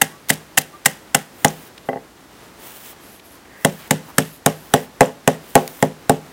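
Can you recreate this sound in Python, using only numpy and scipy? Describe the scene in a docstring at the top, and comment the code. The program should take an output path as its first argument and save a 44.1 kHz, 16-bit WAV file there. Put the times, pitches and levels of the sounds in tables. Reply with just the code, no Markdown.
"""Pounding crabs in a stone mortar

A wooden pestle pounds small crabs in a mortar on a table, in a thatched outdoor kitchen. Each blow
cracks shells, then lands with a thud; the hardest are loud enough to clip. As the shells turn to paste,
the crunch shortens and the thud grows. Midway the pestle is let go and rattles to rest.
Nearby a knife rasps through the peel of a gourd, and a far bird whistles."""
import sys
import numpy as np
from scipy import signal
from scipy.fft import rfft, irfft, next_fast_len
from scipy.io import wavfile
from scipy.ndimage import uniform_filter1d

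SR = 44100
rng = np.random.default_rng(int(sys.argv[2]) if len(sys.argv) > 2 else 0)


def to_wav(sig):
    """Store sig (one row per channel, or 1-D mono) as 16-bit WAV at the path in sys.argv[1].

    Samples outside -1..1 are clipped; the rate is SR.
    """
    pcm = np.clip(np.atleast_2d(sig), -1, 1) * 32767
    pcm = np.round(pcm).astype(np.int16)
    wavfile.write(sys.argv[1], SR, pcm.T)  # frames by channels


N = 279064

# The tone of breaking shell. Each row: frequency in Hz, relative level in dB.
SHELL_SPECTRUM = [(200, -17), (700, -5), (1000, -.5), (1300, 0), (1900, 5), (2350, -1), (2900, 2),
                  (4400, -7), (6300, -.5), (8200, 3), (10000, -1.5), (13000, -6), (16000, -10)]


def amp(db):
    """Decibels to gain."""
    return 10 ** (np.asarray(db) / 20)


def unit(x):
    """Scales to rms 1."""
    return x / np.sqrt(np.mean(x ** 2) + 1e-20)


def curve(points, hz):
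    """Interpolates a table on a log-frequency axis."""
    point_hz, values = np.transpose(points)
    return np.interp(np.log(hz + 1), np.log(point_hz + 1), values)


def add(mix, s, sound):
    """Mixes a sound in at s seconds."""
    start = round(s * SR)
    sound = sound[max(-start, 0):]
    part = mix[max(start, 0):][:len(sound)]
    part += sound[:len(part)]


def colour(x, db_at):
    """Equalises by a rule that gives dB for each frequency; rms 1."""
    size = next_fast_len(len(x), True)
    gain = amp(db_at(np.fft.rfftfreq(size, 1 / SR)))
    return unit(irfft(rfft(x, size) * gain, size)[:len(x)])


def die_away(x, spectrum, t60s):
    """Lets each frequency start at its own level and fade at its own speed."""
    hz, age, bands = signal.stft(x, SR, nperseg=256)
    level_db = curve(spectrum, hz)[:, None] - 60 * age / curve(t60s, hz)[:, None]
    return signal.istft(bands * amp(level_db), SR, nperseg=256)[1][:len(x)]


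def grit(count, spread_db, grain_samples=6):
    """Noise made of tiny fractures of uneven strength."""
    noise = rng.standard_normal(count)
    strength = unit(uniform_filter1d(rng.standard_normal(count), grain_samples))
    return noise * amp(spread_db * strength)


def bump(t, ms):
    """A smooth pulse around t = 0."""
    return np.exp(-.5 * (t * 1000 / ms) ** 2)


def burst(t, ms, db_at):
    """A short cluster of fractures with steep flanks, rms 1 at its height."""
    envelope = np.exp(-abs(t * 1000 / (1.8 * ms)) ** 4)
    cluster = colour(grit(len(t), spread_db=4), db_at) * envelope
    return cluster * np.linalg.norm(envelope) / np.linalg.norm(cluster)


def air(level_db=-44.5, sway_db=1.1):
    """A steady bed of outdoor air, swaying slightly in level."""
    # The tone of the air. Each row: frequency in Hz, relative level in dB.
    spectrum = [(15, -39), (25, -33), (53, -4), (114, -5.5), (190, -3), (317, -1.5), (373, -2.5), (531, -6),
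                (775, -6.5), (1160, -9), (1940, -11.5), (2220, -14), (16000, -26)]
    sway = colour(rng.standard_normal(N), lambda hz: -hz * 2)
    bed = colour(rng.standard_normal(N), lambda hz: curve(spectrum, hz))
    return amp(level_db + sway_db * sway) * bed


def bird():
    """A far bird gives faint rising whistles."""
    # Each row: start in seconds, length in seconds, first and last pitch in Hz, level in dB.
    notes = [(0.094, 0.103, 1090, 1175, -45), (.72, 0.059, 1167, 1200, -37.5)]
    out = np.zeros(N)
    for s, length, start_hz, end_hz, db in notes:
        hz = np.linspace(start_hz, end_hz, round(length * SR))
        whistle = np.sin(2 * np.pi * np.cumsum(hz) / SR)
        add(out, s, amp(db) * np.hanning(len(hz)) * whistle)
    return out


def hiss(grain_db=2.5):
    """A soft, grainy high hiss comes and goes between the knife strokes."""
    # Each row: start and end in seconds, level in dB.
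    swells = [(1.85, 1.91, -51), (2.99, 3.22, -48.5), (3.22, 3.39, -49.5), (4.12, 4.42, -45.5),
              (4.48, 4.68, -49.5)]
    # The tone of the hiss. Each row: frequency in Hz, relative level in dB.
    spectrum = [(500, -9), (4000, -6), (5500, -8), (9000, -6), (12200, 2.5), (13500, -6), (16000, -8)]
    out = np.zeros(N)
    for start, end, db in swells:
        count = round((end - start) * SR)
        noise = colour(grit(count, grain_db, grain_samples=40), lambda hz: curve(spectrum, hz))
        add(out, start, amp(db) * noise * signal.windows.tukey(count, .5))
    return out


def peeling(grain_db=2.2, catch_db=1.3, bite_s=.07, release_s=.025, swell_db_per_s=7):
    """The blade bites in, rasps through the peel with growing pressure, catches unevenly, slips out."""
    # Each row: start and end in seconds, level in dB.
    strokes = [(1.32, 1.70, -45), (2.57, 2.94, -39.7), (3.55, 3.90, -46), (4.02, 4.125, -45.5),
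               (4.62, 4.87, -44.5), (5.41, 5.87, -43.5)]
    # The tone of the blade in the peel. Each row: frequency in Hz, relative level in dB.
    spectrum = [(300, -10), (800, 2), (2000, 1), (2600, -1), (3200, 3), (4200, -4), (6000, -3), (9000, -1),
                (13500, 0), (15000, 7), (16000, 0)]
    out = np.zeros(N)
    for start, end, db in strokes:
        t = np.arange(round((end - start) * SR)) / SR
        rasp = colour(grit(len(t), grain_db, grain_samples=40), lambda hz: curve(spectrum, hz))
        catching = colour(rng.standard_normal(len(t)), lambda hz: -hz / 2)
        contact = np.minimum(t / bite_s, 1) * np.minimum(t[::-1] / release_s, 1)
        pressure = amp(swell_db_per_s * (t - t.mean()))
        add(out, start, amp(db + catch_db * catching) * rasp * contact * pressure)
    return out


def tick(ms, centre_hz, octaves):
    """One small fracture or touch in a band of its own, centred in half a second."""
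    t = np.arange(-SR // 4, SR // 4) / SR
    return burst(t, ms, lambda hz: -10 * np.log10(1 + (np.log2((hz + 1) / centre_hz) / octaves) ** 4))


def shell_bits_and_handling():
    """Broad snaps of shell, narrow pings of chips, dull taps and soft rubs."""
    # Larger pieces of shell snap. Each row: time in seconds, level in dB, half-length in ms.
    snaps = [(.288, -27, 1), (.2965, -15, 1.9), (.335, -29, 5), (.574, -22, 1), (.5852, -4, .9),
             (.587, -19.5, 3.9), (.616, -31, 3.7), (.852, -32, 1.5), (5.678, -22.5, .7)]
    # Flying chips land. Each row: time in seconds, level in dB, pitch in Hz.
    chips = [(1.170, -31, 11500), (1.483, -20, 6500), (5.060, -32.5, 7640)]
    # Hand and knife tap lightly. Each row: time in seconds, level in dB, band centre in Hz.
    taps = [(1.7805, -37, 2500), (2.932, -43, 800), (3.199, -43, 3000), (3.457, -46, 1430)]
    # Handling rubs. Each row: midpoint in seconds, level in dB, half-length in ms,
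    # band centre in Hz, half-width in octaves.
    rubs = [(3.58, -48, 60, 1800, .16), (3.835, -45, 28, 1680, .83), (4.10, -42, 9, 900, .4)]
    ticks = [(s, db, tick(ms, centre_hz=5300, octaves=1.8)) for s, db, ms in snaps]
    ticks += [(s, db, tick(ms=.95, centre_hz=hz, octaves=.18)) for s, db, hz in chips]
    ticks += [(s, db, tick(ms=1.9, centre_hz=hz, octaves=.65)) for s, db, hz in taps]
    ticks += [(s, db, tick(ms, hz, octaves)) for s, db, ms, hz, octaves in rubs]
    out = np.zeros(N)
    for s, db, sound in ticks:
        add(out, s - len(sound) / 2 / SR, amp(db) * sound)
    return out


def kitchen_tail(x, rise_s=.0096):
    """A short diffuse tail under the thatch; it changes as the people move."""
    # The tone of the tail as it starts. Each row: frequency in Hz, level in dB.
    spectrum = [(100, -49), (300, -43), (800, -45), (2000, -48.5), (14000, -51)]
    # Its decay. 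Each row: frequency in Hz, seconds to fall 60 dB.
    t60s = [(150, .36), (600, 0.2964), (2000, 0.2365), (14000, 0.03)]
    age, clock = np.arange(SR // 2) / SR, np.arange(N) / SR
    out = np.zeros(N)
    for k in range(3):
        tail = die_away(rng.standard_normal(len(age)), spectrum, t60s) * (1 - np.exp(-age / rise_s))
        crossfade = np.cos(np.pi * (clock + k / 3))
        out += signal.fftconvolve(x * crossfade, tail)[:N]
    return out


def reflections(x):
    """Table top and bodies throw the sound back within a few hundredths of a second."""
    # Each row: delay in seconds, gain.
    echoes = [(.0047, 0.21), (.0074, 0.79), (.0115, -0.16), (.0154, 0.11), (.0229, 0.2)]
    out = np.zeros(N)
    for delay, gain in echoes:
        add(out, delay, gain * x)
    return out


def low_cut(x, corner_hz=74):
    """Thins the deepest bass of the thuds."""
    size = next_fast_len(N, True)
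    hz = np.fft.rfftfreq(size, 1 / SR)
    return irfft(rfft(x, size) * hz ** 2 / (hz ** 2 + corner_hz ** 2), size)[:N]


def thud(t, table_db, contact_ms, table_below_hz=230, detune=.011):
    """The pestle lands: a soft push rings mortar and table; a cushioned landing is duller."""
    # Mortar and table ringing. Each row: frequency in Hz, relative level in dB, seconds to fall 60 dB.
    modes = [(102.5, -27, 0.16), (157.7, -20.5, 0.27), (193.5, -13.5, 0.19), (209.3, -16.5, 0.14),
             (257.2, -13.5, 0.078), (369.7, -23, 0.16), (437.2, -14.5, 0.1), (492.4, -6.5, 0.12),
             (576, -9.5, 0.069), (685.8, -4.5, 0.037), (799.4, -12.5, 0.059), (890, -34.5, 0.032),
             (1080, -31, 0.11)]
    age, ring = np.maximum(t, 0), np.zeros(len(t))
    for hz, db, t60 in modes:
        level_db = db + table_db * (hz < table_below_hz) - 60 * age / t60
        pitch = hz * (1 + detune * rng.standard_normal())
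        ring += amp(level_db) * np.cos(2 * np.pi * pitch * age)
    push = bump(t[abs(t) < .005], contact_ms)
    return signal.fftconvolve(ring * (t >= 0), push / push.sum(), "same")


def clack(t, ms, tilt_db_per_octave, note_hz, detune=.015):
    """The wooden pestle rings briefly; hard shells favour its high notes, grip and spot shift them all."""
    # The wood's ring. Each row: frequency in Hz before tuning to note_hz, relative level in dB,
    # seconds to fall 60 dB.
    modes = [(792, -2, 0.024), (1237, -13, 0.01), (1574, -3.5, 0.016), (1846, 0, 0.015),
             (2037, -4.5, 0.025), (2736, -9.5, 0.019), (3097, -11, 0.014)]
    main_hz = max(modes, key=lambda mode: mode[1])[0]
    push = bump(t + ms / 1000, ms / 2)
    out = np.zeros(len(t))
    for hz, db, t60 in modes:
        decay_per_sample = 1e-3 ** (1 / (t60 * SR))
        envelope = signal.lfilter([1], [1, -decay_per_sample], push)
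        pitch = hz * note_hz / main_hz * (1 + detune * rng.standard_normal())
        tone = np.sin(2 * np.pi * (pitch * t + rng.random()))
        level_db = db + tilt_db_per_octave * np.log2(hz / 1500)
        out += amp(level_db) * envelope / envelope.max() * tone
    return out


def rattle(clack_ms=1.1, grit_db=-25, free_hz=2010, free_t60_s=.08, free_db=-11):
    """The loose pestle rocks against the gritty rim; with no hand on it, the wood rings on."""
    # Each row: time in seconds, relative levels of thud and clack in dB.
    knocks = [(1.8906, -8.5, -17.5), (1.9326, -17, -28), (1.9602, -16.5, -37), (1.9746, -29, -37)]
    t = np.arange(-SR // 30, SR // 3) / SR
    early = t + clack_ms / 1000  # the clack leads the thud
    free_ring = (t >= 0) * amp(free_db - 60 * abs(t) / free_t60_s) * np.sin(2 * np.pi * free_hz * t)
    thuds, clacks = np.zeros((2, N))
    for s, thud_db, clack_db in knocks:
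        scratch = amp(grit_db) * burst(early, clack_ms, lambda hz: curve(SHELL_SPECTRUM, hz))
        add(thuds, s + t[0], amp(thud_db) * thud(t, table_db=-9, contact_ms=.24))
        wood = clack(early, clack_ms, tilt_db_per_octave=-7, note_hz=1850)
        add(clacks, s + t[0], amp(clack_db) * (wood + free_ring + scratch))
    return thuds, clacks


def pounding(touch_db=-26, touch_s=.0033, table_lead_db=7, table_top_db=1.3):
    """Each blow touches the shells, crunches and clacks through them, lands, and leaves crumbs settling."""
    # Each row: landing in seconds, relative thud level in dB, contact in ms,
    # relative crunch and clack levels in dB, main note of the clack in Hz.
    blows = [(0.0223, -15.5, .19, -4.5, -4.5, 1900), (0.3065, -11.5, .27, -7, -11, 1950),
             (0.5826, -18, .17, -8, -7, 1850), (0.865, -16, .17, -2, -6, 1860),
             (1.1524, -12.3, .14, -5, -7, 1780), (1.4505, -4, .15, -4, -8, 1820),
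             (3.6519, -3.4, .19, -6.5, -11.5, 1850), (3.9129, -5.3, .3, -6.5, -12, 2050),
             (4.1862, -2, .34, -2.5, -13, 1750), (4.4649, -2, .16, -5, -13.5, 1850),
             (4.7413, 2, .24, -3.5, -8.5, 1800), (5.0103, 4.5, .1, -4, -6, 1750),
             (5.2793, 1.7, .24, -5.3, -8, 1850), (5.5563, 5, .12, -2, -8.5, 1780),
             (5.8289, .5, .26, -14, -11, 1900), (6.0979, 3, .22, -9.5, -13, 1800)]
    # Crushed shell starting to settle. Each row: frequency in Hz, gain on the shell's tone in dB.
    crumb_spectrum = [(200, -32), (900, -20.5), (2800, -18), (5000, -19.5), (8000, -28), (15000, -24.5)]
    # How the crumbs fade. Each row: frequency in Hz, seconds to fall 60 dB.
    crumb_t60s = [(600, 0.35), (2500, 0.28), (7000, 0.29), (15000, 0.32)]
    t = np.arange(-SR // 30, SR // 3) / SR
    thuds, clacks, crunches, crumbs = np.zeros((4, N))
    for s, thud_db, contact_ms, crunch_db, clack_db, note_hz in blows:
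        # Whole shells cushion a blow: the weaker its thud, the longer and brighter its crunch and clack.
        crunch_ms = 1.05 * 2 ** (-thud_db / 15)  # half-length
        crunch_tilt, clack_tilt = .2 - .08 * thud_db, -5.3 - .5 * thud_db  # dB per octave
        shell_tone = lambda hz: curve(SHELL_SPECTRUM, hz) + crunch_tilt * np.log2((hz + 100) / 5000)
        # The table's low modes follow the thud until its legs give no more.
        table_db = min(table_lead_db, table_top_db - thud_db)
        early = t + 1.5 * crunch_ms / 1000  # the shells break just before the landing
        crackle = colour(grit(len(t), spread_db=12), shell_tone)
        touch = amp(touch_db) * np.exp(-abs(early) / touch_s) * crackle
        debris = colour(grit(len(t), spread_db=2, grain_samples=90), shell_tone)
        crumb_db = -2.6 + .6 * crunch_db
        add(thuds, s + t[0], amp(thud_db) * thud(t, table_db, contact_ms))
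        add(clacks, s + t[0], amp(clack_db) * clack(early, crunch_ms, clack_tilt, note_hz))
        add(crunches, s + t[0], amp(crunch_db) * (burst(early, crunch_ms, shell_tone) + touch))
        add(crumbs, s, amp(crumb_db) * die_away(debris, crumb_spectrum, crumb_t60s))
    return thuds, clacks, crunches, crumbs


def scene(thud_db=.8, clack_db=.7, crunch_db=.3, shell_echo_db=-17):
    """The kitchen in mono; the near surfaces throw back mostly thud."""
    thuds, clacks, crunches, crumbs = pounding()
    rim_thuds, rim_clacks = rattle()
    thuds = amp(thud_db) * low_cut(thuds + rim_thuds)
    clacks = amp(clack_db) * (clacks + rim_clacks)
    crunches = amp(crunch_db) * crunches
    echoes = reflections(thuds + amp(shell_echo_db) * (clacks + crunches))
    ringing = thuds + clacks + shell_bits_and_handling() + bird() + echoes
    return (ringing + kitchen_tail(ringing) + crunches + crumbs + peeling() + hiss() + air())[None]


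def record(dry, cutoff_hz=16050):
    """The loudest peaks clip at full scale, then the highest treble is cut."""
    clipped = np.clip(dry, -1, 1)
    low_pass = signal.firwin(301, cutoff_hz, window=("kaiser", 8), fs=SR)
    return signal.oaconvolve(clipped, low_pass[None], "same")


dry = scene()
out = record(dry)
to_wav(out)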